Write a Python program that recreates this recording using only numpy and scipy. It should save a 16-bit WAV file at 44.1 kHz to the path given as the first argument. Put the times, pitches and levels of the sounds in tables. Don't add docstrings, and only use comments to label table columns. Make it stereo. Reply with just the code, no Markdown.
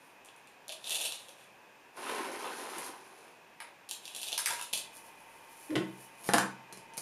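import sys
import numpy as np
from scipy import signal
from scipy.fft import rfft, irfft
from scipy.io import wavfile

SR = 44100
rng = np.random.default_rng(int(sys.argv[2]) if len(sys.argv) > 2 else 0)


def transcribe(u):
    v = np.clip(np.atleast_2d(u).T, -1, 1)
    q = np.round(v * 32767).astype(np.int16)
    wavfile.write(sys.argv[1], SR, q)


N = 309141
TIME = np.arange(N) / SR
HIT_ENERGY = 0.004 * SR


def from_db(db):
    return 10 ** (np.asarray(db) / 20)


def at_hz(points, hz):
    f, value = np.transpose(points)
    return np.interp(np.log(hz + 1e-3), np.log(f), value)


def envelope(rows):
    s, level_db = np.transpose(rows)
    inside = (TIME >= s[0]) & (TIME <= s[-1])
    return from_db(np.interp(TIME, s, level_db)) * inside


def unit(x):
    return x / np.sqrt(np.sum(x ** 2) + 1e-20)


def body(spectrum, modes=(), size=8192):
    hz = np.fft.rfftfreq(size, 1 / SR)
    level = from_db(at_hz(spectrum, hz))
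    for centre, width, lift_db in modes:
        extra_power = from_db(lift_db) ** 2 - 1
        level = level * np.sqrt(1 + extra_power / (1 + (2 * (hz - centre) / width) ** 2))
    cepstrum = irfft(np.log(level))
    cepstrum[1:size // 2] *= 2
    cepstrum[size // 2 + 1:] = 0
    return unit(irfft(np.exp(rfft(cepstrum))))


def split(response, hz):
    parts = []
    for kind in ("low", "high"):
        crossover = signal.butter(N=4, Wn=hz, btype=kind, fs=SR, output="sos")
        parts.append(unit(signal.sosfilt(crossover, response)))
    return parts


def through(x, response):
    return signal.oaconvolve(np.atleast_2d(x), np.atleast_2d(response), axes=1)[:, :N]


def grains(per_s, spread_db, clump_db=1.5, clumps_per_s=40):
    sizes = from_db(spread_db * np.minimum(rng.exponential(1, N), 4))
    signs = rng.choice([-1, 1], N)
    clumps = np.interp(TIME * clumps_per_s, np.arange(1000), rng.standard_normal(1000))
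    touching = rng.random(N) < per_s / SR
    return unit(sizes * signs * from_db(clump_db * clumps) * touching) * np.sqrt(N)


def clicks(times, levels_db):
    force = np.zeros(N)
    force[np.round(np.asarray(times) * SR).astype(int)] = from_db(levels_db) * np.sqrt(HIT_ENERGY)
    return force


def blows(rows, response, split_hz, rough, contact_s, rattle_s, size=4096):
    t, force = np.arange(size) / SR, np.zeros((2, N + size))
    for s, body_db, crack_db, rattle_db in rows:
        grit, bounces = rng.standard_normal((2, size))
        impact = np.sqrt(1 - rough) * (t == 0)
        scuff = np.sqrt(rough) * unit(grit * np.exp(-t / contact_s))
        rattle = from_db(rattle_db) * unit(bounces ** 3 * np.exp(-t / rattle_s))
        at = round(s * SR)
        strength = from_db([[body_db], [crack_db]]) * np.sqrt(HIT_ENERGY)
        force[:, at:at + size] += strength * (impact + scuff + rattle)
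    return through(force[:, :N], split(response, split_hz)).sum(axis=0)


def bouncing(rows, loss_db, rattle_db):
    first = [(s, body_db, crack_db, rattle_db) for s, body_db, crack_db, gap in rows]
    second = [(s + gap, body_db - loss_db, crack_db - loss_db, rattle_db)
              for s, body_db, crack_db, gap in rows if gap > 0]
    return first + second


def pings(times, pitches_hz, levels_db, cycles, size=2048):
    t, out = np.arange(size) / SR, np.zeros(N + size)
    for s, hz, db in zip(times, pitches_hz, levels_db):
        at = round(s * SR)
        ring = unit(np.sin(2 * np.pi * hz * t) * t * np.exp(-hz * t / cycles))
        out[at:at + size] += from_db(db) * ring * np.sqrt(HIT_ENERGY)
    return out[:N]


def pan(x, left_db):
    return x * from_db([[left_db / 2], [-left_db / 2]])


# (f/Hz, t60/s)
ROOM_DECAY = [(150, 0.5), (700, 0.36), (2000, 0.33), (4000, 0.35), (10000, 0.26), (15000, 0.22)]
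# (f/Hz, level/dB)
ROOM_COLOUR = [(100, -2), (300, 1.5), (700, 3.5), (3000, 1), (10000, 1.5), (15000, -1)]
# (f/Hz, likeness 0 to 1)
ROOM_ALIKE = [(150, 0.9), (700, 0.52), (2000, .68), (10000, 0.52)]


def room(x, wet_db, first_s=0.0014, build_s=0.0018, size=26460):
    t, hz = np.arange(size) / SR, np.fft.rfftfreq(size, 1 / SR)
    white, response = rfft(rng.standard_normal((2, size))), np.zeros((2, size))
    swell = 1 - np.exp(-np.maximum(t - first_s, 0) / build_s)
    edges = 62.5 * 2 ** np.arange(0, 8.5, .5)
    for low, high in zip(edges, edges[1:]):
        centre = np.sqrt(low * high)
        band = irfft(white * ((hz >= low) & (hz < high)), size)
        mid, side = band * swell * 1e-3 ** (t / at_hz(ROOM_DECAY, centre))
        alike = at_hz(ROOM_ALIKE, centre)
        tail = np.sqrt(1 + alike) * unit(mid) + np.sqrt(1 - alike) * unit(side) * [[1], [-1]]
        response += tail * from_db(wet_db + at_hz(ROOM_COLOUR, centre)) * np.sqrt((high - low) / SR)
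    response[:, 0] += 1
    return through(x, response)


# (f/Hz, level/dB)
AIR_COLOUR = [(15, -66), (25, -21), (80, -18.5), (120, -8.5), (256, -6), (326, -3.5), (714, -2.5),
              (1160, -4.5), (1260, -9.5), (1480, -10.5), (2480, -7.5), (4370, -19.5), (4870, -18),
              (14800, -27), (16000, -58)]
# (f/Hz, width/Hz, lift/dB)
AIR_RESONANCES = [(932, 156, 4.5), (1630, 260, 6.1), (2543, 140, 7.4)]
# (f/Hz, level/dB)
AIR_SIDE = [(60, -11), (110, 10.5), (200, 12.5), (380, 10), (700, 4), (1290, 1), (2380, -2), (4400, -2),
            (8120, -4), (15000, -3)]
AIR_DB, WHINE_START_S = -58, 4.73


def background(later_db=1.5, fade_s=0.038):
    mid, side = through(rng.standard_normal((2, N)), body(AIR_COLOUR, AIR_RESONANCES))
    side = irfft(rfft(side) * from_db(at_hz(AIR_SIDE, np.fft.rfftfreq(N, 1 / SR))), N)
    later = np.clip((TIME - WHINE_START_S) / fade_s, 0, 1)
    air = from_db(AIR_DB + later_db * later) * (mid + side * [[1], [-1]])
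    return air + later * whine()


# (middle t/s, half length/s, level/dB before trim)
BRUSHES = [(0.025, 0.1, -70), (2.793, 0.091, -58.5), (4.96, 0.036, -56), (5.062, 0.027, -62),
           (5.28, 0.19, -67.5), (5.6, 0.14, -59), (5.906, 0.21, -67), (6.023, 0.034, -57.5)]
# (f/Hz, level/dB)
SLEEVE_COLOUR = [(2060, -39), (3500, -14.5), (8100, -9.5), (10100, -3), (14700, -15.5), (15700, -25),
                 (16000, -52)]


def sleeve():
    motion = sum(from_db(db) * np.exp(-((TIME - s) / half_s) ** 2) for s, half_s, db in BRUSHES)
    return from_db(-2.0) * through(motion * grains(per_s=5500, spread_db=5.5), body(SLEEVE_COLOUR))


# (t/s, body level/dB, crack level/dB, gap to second touch/s or 0)
CUP_LANDINGS = [(0.2484, -65, -49.5, 0.0099), (0.287, -46.5, -62, 0), (0.363, -66, -54, 0),
                (0.473, -51, -53, 0), (0.681, -53, -41, 0.00048), (0.6931, -33.5, -45, 0.0058),
                (0.7214, -39, -40, 0.0035), (0.8426, -37, -50, 0.00093), (0.873, -35, -42, 0),
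                (0.895, -31, -29.5, 0.0117), (0.9464, -29, -32, 0), (1.1223, -31.5, -36, 0),
                (1.285, -49.5, -46.5, 0.007), (3.89, -43.5, -37, 0.0037), (3.9116, -29.5, -27, 0),
                (4.0545, -38.5, -39, 0.024), (4.149, -37.5, -33.5, 0.014), (4.2161, -39, -32, 0.015),
                (4.27, -34, -38, 0.015), (4.3203, -27, -35, 0.008), (4.6129, -37.5, -32.5, 0.012)]
# (t/s, f/Hz, level/dB)
HOLLOW_CHUNKS = [(0.684, 595, -52), (0.696, 640, -46.5), (0.707, 634, -53), (0.995, 626, -48),
                 (1.288, 542, -53.5)]
# (t/s, body level/dB, crack level/dB, rattle level/dB over contact)
HEAP_CRUNCHES = [(4.7295, -42, -35, -8), (4.734, -31.5, -30, -4.5), (4.747, -58, -37, -9),
                 (4.774, -43, -34.5, -4)]
# (f/Hz, level/dB)
CUP_COLOUR = [(100, -26), (330, -16), (560, -5.5), (880, -8), (1200, -18), (2150, -14), (2650, -1),
              (3700, 0.5), (5000, -9), (7500, -5.5), (10200, -2), (12500, -10), (16000, -32)]
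# (f/Hz, width/Hz, lift/dB)
CUP_RESONANCES = [(2650, 38, 7), (2930, 200, 1), (3430, 294, 2.5), (8750, 320, -1)]


def cup():
    steel = body(CUP_COLOUR, CUP_RESONANCES)
    touches = bouncing(CUP_LANDINGS, loss_db=-0.2, rattle_db=-4.0)
    landings = blows(touches, steel, split_hz=5150, rough=0.95, contact_s=0.0011, rattle_s=0.018)
    crunch = blows(HEAP_CRUNCHES, steel, split_hz=4500, rough=0.98, contact_s=0.0051, rattle_s=0.021)
    chunks = pings(*np.transpose(HOLLOW_CHUNKS), cycles=1.9)
    return pan(from_db(-8) * landings + crunch + chunks, left_db=.2)


# (hand opens t/s, hand is empty t/s, level/dB before trim)
HANDFULS = [(0.891, 1.046, -37), (1.346, 1.42, -65), (4.035, 4.05, -53.5), (4.175, 4.585, -46.5)]
POUR_RISE_DB_PER_S, POUR_FALL_DB_PER_S = 319, 124


def trickle():
    flow = np.zeros(N)
    for opens, empty, db in HANDFULS:
        early_db = POUR_RISE_DB_PER_S * np.maximum(opens - TIME, 0)
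        late_db = POUR_FALL_DB_PER_S * np.maximum(TIME - empty, 0)
        flow += from_db(db - early_db - late_db)
    patter = flow * grains(per_s=4000, spread_db=3.5, clump_db=4, clumps_per_s=70)
    return from_db(-1.0) * through(patter, body(CUP_COLOUR, CUP_RESONANCES))


# (t/s, level/dB before trims)
HAND_SWEEP = [(1.935, -70), (1.972, -46), (2.1, -35.5), (2.29, -42), (2.62, -42.5), (2.82, -41.5),
              (3.0, -56.5), (3.29, -58), (3.43, -86)]
# (f/Hz, level/dB)
TRAY_COLOUR = [(59, -56), (100, -40), (255, -4), (343, -7), (373, -5.5), (608, -7.5), (970, -0.5),
               (1150, -5.5), (1310, -4.5), (1520, -5.5), (1830, -7), (7940, -18), (10500, -11),
               (14100, -30), (16000, -65)]
# (f/Hz, width/Hz, lift/dB)
TRAY_RESONANCES = [(383.4, 17, 8), (830, 50, 3), (970, 91, 3), (1090, 67, 2.5)]
# (f/Hz, level/dB)
TRAY_LEAN = [(60, -0.5), (110, -10), (200, -12), (380, -8.5), (700, -2), (1290, -0.5), (2380, 0.5),
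             (4400, 0), (8120, 1.5), (15000, 1)]
CRACKLE_DB, CRACKLE_FOLLOWS = -14.5, 0.88


def tray(count=220):
    scrape = envelope(HAND_SWEEP)
    edges = from_db(CRACKLE_DB) * scrape ** CRACKLE_FOLLOWS
    low, high = split(body(TRAY_COLOUR, TRAY_RESONANCES), hz=3940)
    when, pitch, size = rng.random((count, 3)).T
    start_s, end_s = HAND_SWEEP[0][0], HAND_SWEEP[-1][0]
    knocks = pings(start_s + when * (end_s - start_s), 330 * 9 ** pitch, -6 * size - 7 * pitch, cycles=1.1)
    murmur = through(scrape * grains(per_s=1100, spread_db=2.5, clump_db=2.0), low)
    crackle = through(edges * grains(per_s=1000, spread_db=1.5, clump_db=1.5), high)
    sound = from_db(-1.0) * scrape * knocks + from_db(-5.5) * murmur + from_db(-2.0) * crackle
    lean_db = at_hz(TRAY_LEAN, np.fft.rfftfreq(2 * N, 1 / SR)) / 2
    return irfft(rfft(sound, 2 * N) * from_db([lean_db, -lean_db]))[:, :N]


# (t/s, body level/dB, crack level/dB)
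DRY_SNAPS = [(2.7831, -37, -34), (2.8639, -52, -39.5), (6.2427, -43, -45), (6.7257, -37, -43.5),
             (6.774, -44.5, -49), (6.9367, -44.5, -53), (6.971, -44, -37), (6.978, -29.5, -30.5)]
# (f/Hz, level/dB)
PLASTIC_COLOUR = [(88, -24), (150, 3), (923, -3.5), (1390, -9.5), (2450, -5), (3040, -9.5), (4240, -4.5),
                  (7620, -5), (10400, 5.5), (16000, -19)]


def snaps(rattle_db=-2.0):
    rows = [(*snap, rattle_db) for snap in DRY_SNAPS]
    plastic = body(PLASTIC_COLOUR)
    snapping = blows(rows, plastic, split_hz=7600, rough=0.54, contact_s=0.00092, rattle_s=0.008)
    return pan(from_db(-9.0) * snapping, left_db=.8)


# (t/s, first f/Hz, level/dB)
TWIG_TUMBLES = [(3.604, 1150, -49.5), (4.38, 2230, -39), (4.461, 2280, -32)]
TUMBLE_GAP_S, TUMBLE_LOSS_DB, TUMBLE_SAG_OCTAVES = 0.0135, 4.5, 0.43


def tumbling(count=6):
    bounces = []
    for s, hz, db in TWIG_TUMBLES:
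        for k in range(count):
            pitch_hz = hz * 2 ** (-k * TUMBLE_SAG_OCTAVES)
            bounces.append((s + k * TUMBLE_GAP_S, pitch_hz, db - k * TUMBLE_LOSS_DB))
    return np.transpose(bounces)


# (t/s, body level/dB, crack level/dB, gap to second touch/s or 0)
STRAY_HITS = [(3.603, -38, -48, 0.018), (4.378, -38, -25, 0.011), (4.459, -46, -23.5, 0.000019),
              (4.506, -34, -33, 0.0024), (4.535, -40, -38, 0.001), (4.595, -38.5, -46, 0.0064)]
# (f/Hz, level/dB)
BOARD_COLOUR = [(150, -18), (600, -17), (950, 0.5), (1800, -4.5), (3000, -8), (6000, -7.5), (8000, -9),
                (10000, -3.5), (12500, -11), (16000, -32)]
# (f/Hz, width/Hz, lift/dB)
BOARD_RESONANCES = [(980.4, 96, 5.75), (1612, 170, 4.2), (8897, 112, 3.5), (9850, 170, 8.2),
                    (10800, 120, 5.5)]


def strays():
    touches = bouncing(STRAY_HITS, loss_db=6.5, rattle_db=-7)
    board = body(BOARD_COLOUR, BOARD_RESONANCES)
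    ticks = blows(touches, board, split_hz=3650, rough=0.83, contact_s=0.0027, rattle_s=0.0055)
    return pan(from_db(-3) * ticks + pings(*tumbling(), cycles=0.79), left_db=0.1)


# (f/Hz, width/Hz, relative level/dB)
WHINE_PARTIALS = [(908.4, 9.3, 2), (1065, 7.3, -8), (2030, 23, -8.5), (2430, 60, -5), (2966, 45, -9.5)]


def whine(level_db=-60, size=22050):
    t, ring = np.arange(size) / SR, np.zeros(size)
    for hz, width, db in WHINE_PARTIALS:
        ring += from_db(db) * unit(np.sin(2 * np.pi * hz * t) * np.exp(-np.pi * width * t))
    return from_db(level_db) * through(rng.standard_normal((2, N)), ring)


# (t/s, thud level/dB, ring drive level/dB before trim)
TABLE_THUDS = [(4.733, -49, -56), (5.757, -60, -30), (6.2902, -25.5, -32), (6.337, -46, -33.5),
               (6.731, -67, -52.5)]
# (f/Hz, level/dB)
THUD_COLOUR = [(25, -16), (80, -18), (150, -4), (230, -3), (450, 8), (800, -14), (2000, -15), (12000, -63)]
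# (f/Hz, relative level/dB, t60/s)
TABLE_RING = [(129.3, -6.5, 0.84), (191.5, 4, 0.51), (230, -6.5, 0.55), (300, -5.5, 0.43), (422, -13, 0.78)]


def table():
    s, thud_db, ring_db = np.transpose(TABLE_THUDS)
    t, ring = TIME[:SR], np.zeros(SR)
    for hz, db, t60 in TABLE_RING:
        ring += from_db(db) * np.sin(2 * np.pi * hz * t) * 1e-3 ** (t / t60)
    low_cut = signal.butter(N=4, Wn=100, btype="high", fs=SR, output="sos")
    ring = signal.sosfilt(low_cut, ring)
    thuds = through(clicks(s, thud_db), body(THUD_COLOUR))
    ringing = from_db(-30.0) * through(clicks(s, ring_db), ring)
    return pan(thuds + ringing, left_db=-5.0)


def judder(start_s=5.693, end_s=5.752, rise_s=0.017, fall_s=0.0093, pitch_hz=309, level_db=-31.5):
    grip = np.clip((TIME - start_s) / rise_s, 0, 1) * np.clip((end_s - TIME) / fall_s, 0, 1)
    phase = 2 * np.pi * pitch_hz * (TIME - start_s)
    wood = body([(40, -28), (300, -2), (520, -3), (750, -22), (3000, -37), (12000, -45)])
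    rub = through(grains(per_s=1500, spread_db=2.5), wood)
    hoot = np.sin(phase) + from_db(-22) * np.sin(2 * phase) + from_db(-12) * rub
    return pan(from_db(level_db) * grip * hoot, left_db=-1.5)


# (t/s, body level/dB, crack level/dB, rattle level/dB over contact)
LID_KNOCKS = [(5.705, -43, -52, -3), (5.755, -26.5, -36.5, -3), (5.759, -27.5, -37, -8),
              (5.765, -27.5, -58, 3)]
# (f/Hz, level/dB)
KNOCK_COLOUR = [(30, -53), (70, -40), (125, 0.5), (240, -5.5), (330, 0.5), (450, -6), (650, -12),
                (830, -21.5), (1550, -20), (3000, -28.5), (7900, -43), (10800, -42), (16000, -71)]
# (f/Hz, width/Hz, lift/dB)
KNOCK_RESONANCES = [(312, 30, 8.6), (488, 30, 3.7), (643, 37, 6.2), (1070, 50, 11), (1490, 110, 6.2),
                    (1940, 290, 7.4)]
# (t/s, body level/dB, crack level/dB, rattle level/dB over contact)
LID_CLAPS = [(6.2895, -28, -39, 0), (6.3355, -20.5, -22.5, -16), (6.3415, -17, -32, -13),
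             (6.3825, -23.5, -26.5, -3.5)]
# (f/Hz, level/dB)
LID_COLOUR = [(40, -18), (150, -12.5), (200, 4.5), (330, -0.5), (560, -2), (860, -1.5), (1200, -7.5),
              (1550, -1), (1950, -8.5), (2400, -17.5), (7500, -20), (10300, -17.5), (13000, -29),
              (16000, -50)]
# (f/Hz, width/Hz, lift/dB)
LID_RESONANCES = [(505, 38, 5.5), (710, 30, 4), (850, 22, 5.5), (890, 19, 5), (1150, 54, 6.9),
                  (1305, 18, 4.6), (1496, 32, 6.4), (1680, 67, 2.7), (1850, 48, 3.4)]


def lid():
    on_table, on_grinder = body(KNOCK_COLOUR, KNOCK_RESONANCES), body(LID_COLOUR, LID_RESONANCES)
    knock = blows(LID_KNOCKS, on_table, split_hz=2830, rough=0.59, contact_s=0.0033, rattle_s=0.0043)
    clap = blows(LID_CLAPS, on_grinder, split_hz=2260, rough=0.89, contact_s=0.0026, rattle_s=0.008)
    return pan(knock, left_db=1.2) + pan(clap, left_db=0.5)


def slide(start_s=5.8, end_s=6.29, level_db=-44, rise_db_per_s=170):
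    start_db = level_db - rise_db_per_s * (end_s - start_s)
    push = envelope([(start_s, start_db), (end_s, level_db)])
    return through(push * grains(per_s=2500, spread_db=5), body(PLASTIC_COLOUR))


def scene():
    hands = room(sleeve(), wet_db=1.0)
    in_cup = room(cup(), wet_db=-1.0) + room(trickle(), wet_db=-1.0)
    outside_cup = room(tray(), wet_db=-1.5) + room(strays(), wet_db=1.5)
    grinder = room(lid() + slide() + snaps(), wet_db=-0.6) + room(judder(), wet_db=1.0) + table()
    return background() + hands + in_cup + outside_cup + grinder


def record(dry, notch_hz=7850, cutoff_hz=15550):
    notched = signal.lfilter(*signal.iirnotch(notch_hz, 25, fs=SR), dry)
    top_cut = signal.ellip(10, .2, 80, cutoff_hz, fs=SR, output="sos")
    return signal.sosfilt(top_cut, notched)


dry = scene()
out = record(dry)
transcribe(out)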